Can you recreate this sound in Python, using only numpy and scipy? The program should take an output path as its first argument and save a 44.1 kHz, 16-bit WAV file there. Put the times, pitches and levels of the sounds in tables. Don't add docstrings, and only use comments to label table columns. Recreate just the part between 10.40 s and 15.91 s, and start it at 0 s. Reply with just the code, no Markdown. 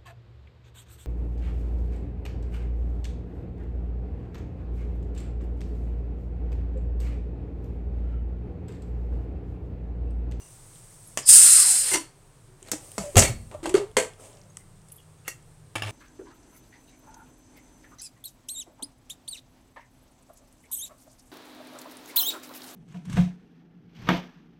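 import sys
import numpy as np
from scipy import signal
from scipy.fft import rfft, irfft
from scipy.io import wavfile
from scipy.ndimage import uniform_filter1d

SR = 44100
rng = np.random.default_rng(int(sys.argv[2]) if len(sys.argv) > 2 else 0)


def master_out(mix):
    frames = np.transpose(np.atleast_2d(mix))
    ceiling = np.clip(frames, -1, 1)
    pcm = np.round(ceiling * 32767).astype(np.int16)
    wavfile.write(sys.argv[1], SR, pcm)


def voltage_ratio(decibels):
    exponent = np.asarray(decibels, float) / 20
    return 10 ** exponent


N = 242991
T = np.arange(N) / SR


def unit(x):
    return x / np.sqrt(np.mean(x ** 2))


def coloured(spectrum):
    hz, db = np.transpose(spectrum)
    f = np.maximum(np.fft.rfftfreq(N, 1 / SR), 1)
    gain = voltage_ratio(np.interp(np.log(f), np.log(hz), db))
    return unit(irfft(rfft(rng.standard_normal(N)) * gain, N))


def band(x, lo_hz, hi_hz):
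    sos = signal.butter(2, [lo_hz, min(hi_hz, .45 * SR)], "bandpass", fs=SR, output="sos")
    return signal.sosfilt(sos, x)


def noise_band(lo_hz, hi_hz):
    return unit(band(rng.standard_normal(N), lo_hz, hi_hz))


def walk(rate_hz):
    k = int(SR / rate_hz)
    held = np.repeat(rng.standard_normal(N // k + 1), k)
    return unit(uniform_filter1d(uniform_filter1d(held, k), k)[:N])


def gain_curve(s, db):
    edge = np.clip(np.minimum(T - s[0], s[-1] - T) / .006, 0, 1)
    return voltage_ratio(np.interp(T, s, db)) * edge


def swell(s, rise_s, hold_s, fall_s, db, sag_db=0):
    depth_db = 23
    times = s + np.cumsum([0, rise_s, hold_s, fall_s])
    return gain_curve(times, db - np.array([depth_db, 0, sag_db, sag_db + depth_db]))


def add(out, s, db, t60, hz=None, rise_s=.0003):
    i = int(s * SR)
    t = T[:min(int(1.2 * t60 * SR) + 8, N - i)]
    shape = voltage_ratio(db - 60 * t / t60) * (1 - np.exp(-t / rise_s))
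    out[i:i + len(t)] += shape if hz is None else shape * np.sin(2 * np.pi * hz * t)


def resonate(x, hz, t60):
    p = np.exp(2j * np.pi * hz / SR - np.log(1000) / (t60 * SR))
    return signal.lfilter([1], [1, -p], x).imag


def metal_bands(x):
    return np.array([band(x, lo, hi) for lo, hi in [(200, 1300), (1100, 5600), (4600, 15500)]])


def rattle(rate_hz):
    # frequency in Hz, level in dB per Hz.
    metal_spectrum = [(88, -32), (150, -11.5), (321, -3.5), (662, 0), (790, -4.5), (1340, -1), (1420, -6.5),
                      (1980, -5.5), (4160, -11.5), (8070, -7), (16000, -41.5)]
    return [unit(b) for b in metal_bands(coloured(metal_spectrum) * voltage_ratio(2 * walk(rate_hz)))]


def steam_jet():
    # time in seconds, hiss level in dB.
    pressure_curve = [(.85, -50.5), (.864, -28), (.886, -13), (.896, -6.5), (1.03, -10.5), (1.142, -11),
                      (1.32, -17.5), (1.53, -24), (1.6, -55)]
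    # frequency in Hz, level in dB per Hz.
    jet_spectrum = [(88, -70.5), (150, -53.5), (193, -30), (275, -33), (821, -27.5), (1080, -27.5),
                    (1480, -21.5), (3770, -20.5), (4650, -20), (5150, -16.5), (5790, -18), (8950, 2),
                    (11700, -19.5), (13200, -18), (16000, -37.5)]
    # resonance in Hz, width in Hz, level re hiss in dB, onset in seconds.
    vent_resonances = [(4150, 220, -25, 1.0), (5100, 800, -20.5, .82), (1500, 450, -35, .9),
                       (2000, 400, -34, 1.05), (2700, 300, -35, .9), (13000, 900, -34, .88)]
    rush_db, rush_exponent, lag_s, vent_db = -21.5, 0.55, 0.03, 1
    puff_hiss_db, puff_rush_db = -13.5, -18

    jet, puff = coloured(jet_spectrum), np.zeros(N)
    rush = band(jet, 100, 5300)
    add(puff, 1.532, 0, 0.11, rise_s=0.0048)
    pressure = gain_curve(*np.transpose(pressure_curve))
    flutter = voltage_ratio(walk(120) + walk(25) / 2)
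    hiss = unit(jet - rush) * (pressure + voltage_ratio(puff_hiss_db) * puff) * flutter

    vent = np.zeros(N)
    for hz, width_hz, db, start_s in vent_resonances:
        onset = np.clip((T - start_s) / .06, .1, 1)
        vent += voltage_ratio(db + 0.9 * walk(24)) * noise_band(hz - width_hz / 2, hz + width_hz / 2) * onset

    late = uniform_filter1d(pressure, int(lag_s * SR), origin=int(lag_s * SR / 2) - 1)
    flow = voltage_ratio(rush_db) * np.abs(late) ** rush_exponent * np.clip(pressure / voltage_ratio(-30.5), 0, 1)
    rush = unit(rush) * (flow + voltage_ratio(puff_rush_db) * puff) * voltage_ratio(3.5 * walk(40))
    return hiss + rush + vent * voltage_ratio(vent_db) * (late + pressure) / 2


def vent_whistle():
    # time in seconds, pitch in Hz, level in dB.
    whistle_curve = [(1.03, 1560, -55), (1.114, 1500, -44), (1.158, 1330, -41), (1.212, 1170, -42),
                     (1.25, 950, -47), (1.32, 781, -46), (1.4, 586, -56), (1.462, 520, -53.5),
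                     (1.535, 369, -48)]
    s, hz, db = np.transpose(whistle_curve)
    phase = 2 * np.pi * np.cumsum(np.interp(T, s, hz) * (1 + .036 * walk(150))) / SR
    return np.sin(phase) * gain_curve(s, db) * voltage_ratio(2.6 * walk(45))


def seal_leak():
    # start, rise, hold, fall in seconds, level in dB.
    leak_swells = [
        (-.1, 0.067, 0.83, .1, -54),
        (1.503, 0.049, 4.2, .1, -67),
        (2.213, 0.24, .34, 0.41, -53.5),
        (3.778, 0.027, 0.056, 0.13, -58.5),
        (4.166, .01, 0.026, 0.046, -64),
        (5.37, 0.15, .1, .1, -50.5),
    ]
    # frequency in Hz, level in dB per Hz.
    seal_spectrum = [(1180, -43), (2000, -13.5), (2690, -19), (4300, -15.5), (7510, -5.5), (8550, 2.5),
                     (10700, -11.5), (15100, -19), (16000, -20)]
    # Start, rise, hold, fall in seconds, level in dB.
    thin_jet = (0.82, 0.07, 0.0546, 0.0653, -30.5)
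    leak = coloured(seal_spectrum) * sum(swell(*row) for row in leak_swells) * voltage_ratio(walk(28))
    return leak + noise_band(4700, 5500) * swell(*thin_jet)


def metal_modes(drive):
    # end in seconds of the time this object is struck, modes as rows of frequency in Hz, level in
    # dB, t60 in seconds.
    struck_modes = [
        (1.0, [(401, -11.5, 0.041), (765, -4.5, 0.05), (1150, -6.5, 0.04), (1900, 0, 0.041), (2830, 3, .04), (3295, -7.5, .07), (6100, 2, 0.06), (6900, 3, .07)]),
        (2.0, [(616, -8, 0.046), (927, -1.5, 0.057), (1003, 1, 0.1), (1460, 1, .06), (2090, 8, 0.08), (2820, 8.5, 0.055), (3500, -4, .08), (4464, 0, 0.15), (5900, 12, 0.11), (7740, -6.5, 0.25)]),
        (2.7, [(1230, -8, 0.07), (2110, -7, 0.1), (2567, -10, 0.1), (4420, 0, 0.066), (5500, -4.5, 0.03)]),
        (3.0, [(229.3, -13, 0.8), (950, -8, .08), (539, -14.5, 0.16), (1963, -9, 0.094), (2147, -12.5, 0.12), (2827, -4.5, 0.096), (3295, -10.5, 0.1), (4430, -9, 0.2), (6460, 2, 0.13), (7000, -4, .14), (12400, -8.5, .16)]),
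                    (3.5, [(900, -8.5, 0.06), (1310, -15.5, 0.14), (1540, -3, 0.06), (2080, -14, 0.037), (2850, -9, 0.15), (3270, -7, 0.042), (4400, -11.5, 0.18)]),
        (4.0, [(1130, -4.5, 0.074), (1563, -8.5, 0.2), (1976, -5, 0.22), (2140, 2.5, 0.092), (3180, -1, 0.11), (3900, -18, 0.058), (4330, -9, 0.22), (6180, -7.5, 0.16)]),
        (5.001, [(2008, 3.5, 0.13), (2190, 8, 0.098), (3400, 0.5, 0.074), (2732, 8, 0.21), (4406, 2, 0.14), (6400, 10, 0.099), (7860, 4.5, 0.1), (8940, 1.5, .1), (9600, 7, .08), (11000, 9, 0.08), (12000, 11, 0.085)]),
        (5.6, [(325.5, -8.5, 0.28), (747, -3.5, 0.072), (920, 3.5, 0.064), (1150, 5, 0.066), (1770, 3, 0.12), (2330, 5, 0.12), (2605, 4, 0.1), (2780, 5, 0.12), (3120, 4.5, 0.1), (3410, -4, .1), (5170, 0, 0.11), (6770, -1, .08), (9640, 2, 0.06)]),
    ]
    neighbours, split = ((-2, .35), (-1, .5), (0, 1), (1, .6), (2, .35)), 0.012
    ring, since_s = np.zeros(N), 0
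    for until_s, modes in struck_modes:
        i, j = int(since_s * SR), int(until_s * SR)
        part = np.append(drive[i:j], np.zeros(SR // 2))[:N - i]
        for hz, db, t60 in modes:
            for offset, share in neighbours:
                detune = 1 + split * (offset + rng.uniform(-0.44, 0.19) * share)
                ring[i:i + len(part)] += voltage_ratio(db - 2.5) * resonate(part, hz * detune, t60 * share)
        since_s = until_s
    return ring * (1 + .3 * walk(170))


def knocks():
    # time in seconds, crack in dB, thud re crack
    # in dB, treble re crack in dB.
    blows = [(0.7732, -16.5, -7.5, 3.5), (0.788, -28.5, 3.5, -1.5), (1.5155, -28.5, -14, 4),
             (1.528, -29, -14, -4), (1.5389, -19.5, -5, 7), (1.5555, -27, -7, 5), (1.571, -30, 0, 0),
             (2.3156, -19, -3.5, 7), (2.333, -30.5, 2.5, -5), (2.5808, -20.5, 3.5, 2), (2.7567, -15, 4, -6),
             (2.768, -6, -3.5, 1.5), (2.7775, -2, -4, 2), (2.791, -13, 1, 10.5), (2.802, -23, 1, 7),
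             (2.823, -9, -7, -13), (2.834, -25, 6, 11), (2.85, -17.5, -5, -5.5), (2.879, -29, 4, 3),
             (3.1129, -40.5, -1, -5), (3.2297, -39, -11, -5), (3.24, -31.5, -9, -10),
             (3.2573, -23.5, 7.5, -2.5), (3.2624, -33.5, -4, -6), (3.293, -27.5, -2, 1),
             (3.341, -20.5, -11, -0.5), (3.35, -21, -7, -3), (3.3682, -23, 2.5, -15), (3.378, -31.5, 6, -8),
             (3.568, -9, -1, 0), (3.5727, -20, -3, -2), (3.5838, -17.5, 1.5, -1), (3.599, -29, 3, 3),
             (3.625, -36, -0.5, 4), (3.645, -41, 2.5, -1.5), (4.872, -52, -3, -13.5),
             (4.8793, -31, -8.5, 6.5), (4.883, -38, -2, 1), (4.891, -48, -5, 0), (5.3547, -27.5, -8, -3.5),
             (5.358, -29.5, -12, -1.5), (5.368, -35, -8.5, -11), (5.38, -40.5, -8, -10),
             (5.4214, -27, -10, -9), (5.433, -39, -15, -8), (5.448, -35, -14, -5),
             (5.395, -40, -10, -14), (5.44, -41, -12, -10), (5.461, -38, -10, -6),
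                   (5.47, -40, -3, -8), (5.481, -38, -1, -10), (5.492, -40, -8, -7), (5.501, -45, -8, -8)]
    rattle_t60_s, chatter_t60_s, ring_db, strike_db = .145, 0.047, -42.5, 20
    env, click, chatter = np.zeros((3, N)), np.zeros((3, N)), np.zeros(N)
    for s, db, thud_db, treble_db in blows:
        for k, rel_db in enumerate((thud_db, 0, treble_db)):
            add(env[k], s, db + rel_db - 15.0, rattle_t60_s)
            add(env[k], s, db + rel_db - 9, .03)
            click[k, int(s * SR) + 8] += voltage_ratio(db + rel_db - 2.5)
        add(chatter, s, db + ring_db, chatter_t60_s)
    drive = chatter * rng.standard_normal(N) + voltage_ratio(ring_db + strike_db) * click[1]

    peak = np.abs(metal_bands(signal.unit_impulse(512))).max(axis=1)
    clicks = sum(metal_bands(c)[k] / peak[k] for k, c in enumerate(click))
    rattles = (env * rattle(350)).sum(axis=0) + band(clicks, 100, 11000)
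    return rattles, metal_modes(drive)


def groans():
    # start in seconds, hold in seconds, pitch in Hz, glide in Hz per second, level in dB.
    gasket_slips = [(2.082, 0.069, 371, 99, -59), (2.217, 0.034, 381, -50, -52),
                    (2.632, 0.065, 584, -150, -33.5), (2.743, 0.0089, 381, 49, -29.5),
                    (3.143, 0.0095, 617, -300, -32), (3.154, 0.032, 612, -400, -49),
                    (3.226, 0.03, 330, -100, -31.5), (3.268, 0.028, 330, 107, -30.5),
                    (3.296, 0.033, 364, 103.5, -33.5), (3.339, 0.012, 393, 401.5, -10.5),
                    (3.39, 0.05, 406.5, -260, -27), (3.455, 0.056, 426, 1, -48)]
    rise_s, fall_s, sag_db = 0.0065, 0.013, 6
    out, waver, slip = np.zeros(N), 1 + 0.0148 * walk(90), voltage_ratio(1.6 * walk(110))
    for s, hold_s, hz, glide, db in gasket_slips:
        phase = 2 * np.pi * np.cumsum((hz + glide * (T - s)) * waver) / SR
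        effort = swell(s, rise_s, hold_s, fall_s, db, sag_db)
        out += np.sqrt(2) * slip * effort * (np.sin(phase) + voltage_ratio(-34) * np.sin(3 * phase))
    return out


def rings():
    # time in
    # seconds, peak in dB, pitch in Hz, t60 in seconds.
    pot_rings = [(1.514, -30.5, 368, 0.2), (1.54, -25, 324.7, 0.22), (1.542, -26.5, 380, 0.15),
                 (1.556, -30.5, 271, 0.1), (1.575, -31, 330, .15), (1.6, -36, 289, 0.13),
                 (2.334, -27, 305, 0.11), (2.579, -34, 663, 0.31), (2.77, -12.5, 662, 0.12),
                 (2.799, -25, 619, 0.17), (3.374, -12.5, 360, 0.043), (3.567, -10, 505, 0.067),
                 (3.592, -21, 501.5, 0.17), (3.573, -11, 419, 0.066), (3.614, -26, 440.5, 0.17),
                 (2.318, -32, 490, 0.079), (2.33, -37, 663, 0.095), (3.255, -50, 4500, .25),
                 (3.355, -46, 4420, 0.2), (3.569, -34.5, 4400, 0.22), (3.575, -33.5, 1570, 0.25)]
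    # time in seconds, peak in dB, pitch in Hz, t60 in seconds.
    stove_thumps = [(2.317, -30.5, 196, 0.093), (2.582, -25.5, 197, 0.15), (2.606, -29, 165.4, 0.095),
                    (2.763, -0.5, 103.5, 0.12), (2.774, -20, 99.1, 0.4), (2.817, -10, 99, 0.056),
                    (2.895, -17.5, 117.5, 0.14), (3.342, -34, 130, 0.29), (5.355, -34.5, 106.4, 1),
                    (5.422, -36, 108.3, 0.27), (5.449, -32, 103.4, 0.3), (5.479, -38, 104, 0.23)]
    # time in seconds, peak in dB, pitch in Hz, t60 in seconds.
    thin_rings = [(0.001, -55.5, 6000, 0.53), (.012, -63, 2790, 0.38), (1.513, -32, 2090, .15),
                  (1.535, -34, 1900, 0.098), (1.555, -33.5, 1000, 0.17), (2.335, -52, 2100, 0.13),
                  (2.6, -46.5, 4600, .1), (0.66, -47.5, 11200, .15), (1.548, -37.5, 4420, 0.3),
                  (3.239, -26.5, 2080, 0.036), (2.82, -20, 1990, 0.079), (4.435, -68.5, 10770, 0.12),
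                  (4.484, -52, 11100, 0.097), (4.516, -45.5, 10900, 0.11), (4.516, -52, 12000, 0.18),
                  (4.52, -59.5, 15200, 0.2), (4.56, -55, 11500, 0.15), (4.562, -57, 9900, 0.14),
                  (4.59, -56, 2900, 0.1), (4.582, -55, 3300, 0.14), (4.775, -64, 6550, 0.16),
                  (4.85, -53, 2740, 0.14), (4.2, -62, 2050, 0.22), (4.1, -56.5, 6500, .08),
                  (2.8, -36, 4500, .3), (2.86, -40, 4400, .3), (2.835, -33, 2300, 0.23),
                  (2.86, -39, 2200, 0.25), (4.88, -44, 1900, 0.18), (4.88, -50, 4410, 0.16),
                  (4.88, -46, 5800, .17), (3.575, -34, 2150, 0.18), (3.58, -36, 1800, .22),
                  (5.36, -41.5, 325, 0.37), (3.6, -42, 2900, 0.065), (5.0225, -52, 7800, 0.035),
                  (5.475, -50.5, 8100, .3), (5.47, -66, 4000, .2), (3.35, -34, 4500, 0.1),
                  (3.26, -34, 2700, 0.056), (5.47, -52.5, 6200, 0.26)]
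    out, tinkle = np.zeros(N), np.zeros(N)
    for target, table, rise_s in ((out, pot_rings, .003), (out, stove_thumps, .006),
                                  (tinkle, thin_rings, .0012)):
        for s, db, hz, t60 in table:
            add(target, s, db, t60, hz, rise_s)
    return out + tinkle * (1 + .9 * walk(330))


def ticks():
    # time in seconds, peak in dB, centre in Hz.
    droplets = [(0.335, -45, 3120), (.357, -44, 3100), (.357, -48, 4800), (2.2854, -34, 1190),
                (2.2732, -44, 2500), (2.517, -42, 4500), (4.1702, -32, 6000), (2.2276, -31, 7800),
                (2.2284, -40, 3010), (2.2732, -42, 4470), (2.286, -37, 4100), (2.2854, -43, 12000),
                (2.4494, -40, 8520), (2.316, -17.5, 13000), (2.517, -27, 8900), (2.5167, -40, 13000),
                (2.5173, -41, 2930), (3.514, -47, 3360), (3.5144, -45.5, 8500), (3.735, -43.5, 3260),
                (3.735, -45, 5260), (3.735, -47.5, 9500), (3.9295, -47, 5470), (3.9295, -50, 3910),
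                (3.95, -44, 5480), (3.971, -41.5, 5600), (4.015, -41, 5400), (4.0357, -49, 5300),
                (4.17, -29.5, 2200), (4.17, -38, 2880), (4.172, -28, 1150), (4.17, -21.5, 8000),
                (4.417, -46, 8230), (4.485, -50.5, 3180), (4.485, -40.5, 8170), (4.502, -50, 5500),
                (4.502, -51.5, 3200), (4.549, -51, 3000), (4.795, -52, 3100), (4.417, -50, 5780),
                (4.487, -52, 5530), (4.5204, -47.5, 3000), (4.5208, -31.5, 9000), (4.5597, -42, 8580),
                (4.577, -46, 8700)]
    width, t60_s = 0.26, 0.0091
    out = np.zeros(N)
    for s, db, hz in droplets:
        i = int(s * SR)
        burst = band(rng.standard_normal(2048), hz * (1 - width / 2), hz * (1 + width / 2))
        out[i:i + 2048] += unit(burst) * voltage_ratio(db - 4.0 - 60 * T[:2048] / t60_s)
    return out


def rubbing():
    # contact in seconds, run-up in seconds, level in dB, dull and treble parts re level in dB.
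    run_ups = [(2.296, 0.1, -43, -1.5, -1), (3.149, 0.051, -49.5, 7.5, -3), (3.8, 0.043, -56, 9.5, 0),
               (4.877, 0.04, -43.5, -8, -3.5)]
    # start in seconds, t60 in seconds, level in dB, dull and treble parts re level in dB.
    drags = [(2.38, 3.5, -55.5, 3, -12), (2.589, 0.45, -36.5, -1, 3), (3.113, 0.71, -55, 9.5, -0.5),
             (3.23, 0.22, -38, 4, 0), (3.258, 0.25, -43, -4, 2), (3.351, 0.19, -30, 7, 0.5),
             (3.8, 0.9, -48, 2, -0.5), (5.372, .5, -50, 5, -9), (5.43, 0.32, -50, 9, -6),
             (5.459, 1.5, -54, 8, -8)]
    rub = np.zeros((3, N))
    for s, run_s, db, dull_db, treble_db in run_ups:
        rub += np.outer(voltage_ratio(np.array([dull_db, 0, treble_db])), swell(s - run_s, run_s, 0, 0.0072, db))
    for s, t60, db, dull_db, treble_db in drags:
        for part, rel_db in zip(rub, (dull_db, 0, treble_db)):
            add(part, s, db + rel_db, t60, rise_s=0.0037)
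    return voltage_ratio(-3.0) * (rub * rattle(300)).sum(axis=0)


def pot_rumble():
    # time in seconds, level in dB, t60 in seconds.
    rocks = [(0.884, -40.5, 0.28), (1.52, -53, 0.41), (2.315, -51.5, 0.62), (2.585, -37.5, 0.36),
             (2.755, -21.5, 0.67), (2.9, -46, 0.84), (3.146, -50, 0.74), (3.26, -45.5, 1),
             (3.565, -47.5, 0.53)]
    rock = np.zeros(N)
    for s, db, t60 in rocks:
        add(rock, s, db, t60, rise_s=0.0068)
    return noise_band(26, 110) * rock


def hollow_pot():
    # start, rise, hold, fall in seconds, level in dB.
    air_swells = [(3.755, 0.059, 0.17, 0.1, -58.5), (4.038, 0.051, .005, .04, -65.5)]
    return noise_band(498, 660) * sum(swell(*row) for row in air_swells)


def kitchen():
    # frequency in Hz, level in dB per Hz.
    house_spectrum = [(15, -31.5), (25, -0.5), (40, -12.5), (62, -15), (80, -21.5), (105, -5), (153, -8.5),
                      (212, -22.5), (427, -20), (545, -24), (1100, -27), (2110, -34.5), (9320, -42),
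                      (16000, -58)]
    # time in seconds, murmur level in dB.
    murmur_curve = [(0, 3), (.8, 2), (1.8, 1), (3.9, 0), (5.51, 0.5)]
    # start in seconds, end in seconds, pitch in Hz, level in dB.
    machine_drones = [(-4, 1.3, 189, -65.5), (4, 4.5, 190, -63.5), (4, 5.3, 155, -57.5),
                      (4.5, 5.3, 83, -59), (2, 4.9, 98, -59.5)]
    out = coloured(house_spectrum) * voltage_ratio(-55.5 + np.interp(T, *np.transpose(murmur_curve)))
    for start_s, end_s, hz, db in machine_drones:
        phase = 2 * np.pi * hz * np.cumsum(1 + .008 * walk(6)) / SR
        out += np.sin(phase) * gain_curve([start_s, end_s], [db, db]) * voltage_ratio(2.3 * walk(1.4))
    return out


def room(x):
    t60_s, wet_db = .3, -8.5
    t = T[:int(.6 * SR)]
    low = band(rng.standard_normal(len(t)), 270, 3800) * voltage_ratio(-60 * t / t60_s)
    high = band(rng.standard_normal(len(t)), 3300, 21000) * voltage_ratio(-60 * t / (0.78 * t60_s))
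    tail = (low + high) * np.clip(t / 0.0044, 0, 1)
    return x + voltage_ratio(wet_db) * signal.fftconvolve(x, tail / np.sqrt(np.sum(tail ** 2)))[:N]


def scene():
    tone_wet = .4
    steam = steam_jet() + vent_whistle() + seal_leak()
    rattles, modes = knocks()
    tones = modes + rings() + ticks()
    friction = rubbing() + pot_rumble() + hollow_pot()
    echoing = room(steam + rattles + tone_wet * tones + friction)
    return (echoing + (1 - tone_wet) * tones + groans() + kitchen())[None]


def top_cut(x):
    return signal.sosfilt(signal.butter(12, 16490, fs=SR, output="sos"), x)


def record(dry):
    top = .83
    cut = signal.ellip(10, .3, 60, 16000, fs=SR, output="sos")
    mix = signal.sosfilt(cut, np.clip(dry, -top, top))
    return top_cut(mix)


dry = scene()
out = record(dry)
master_out(out)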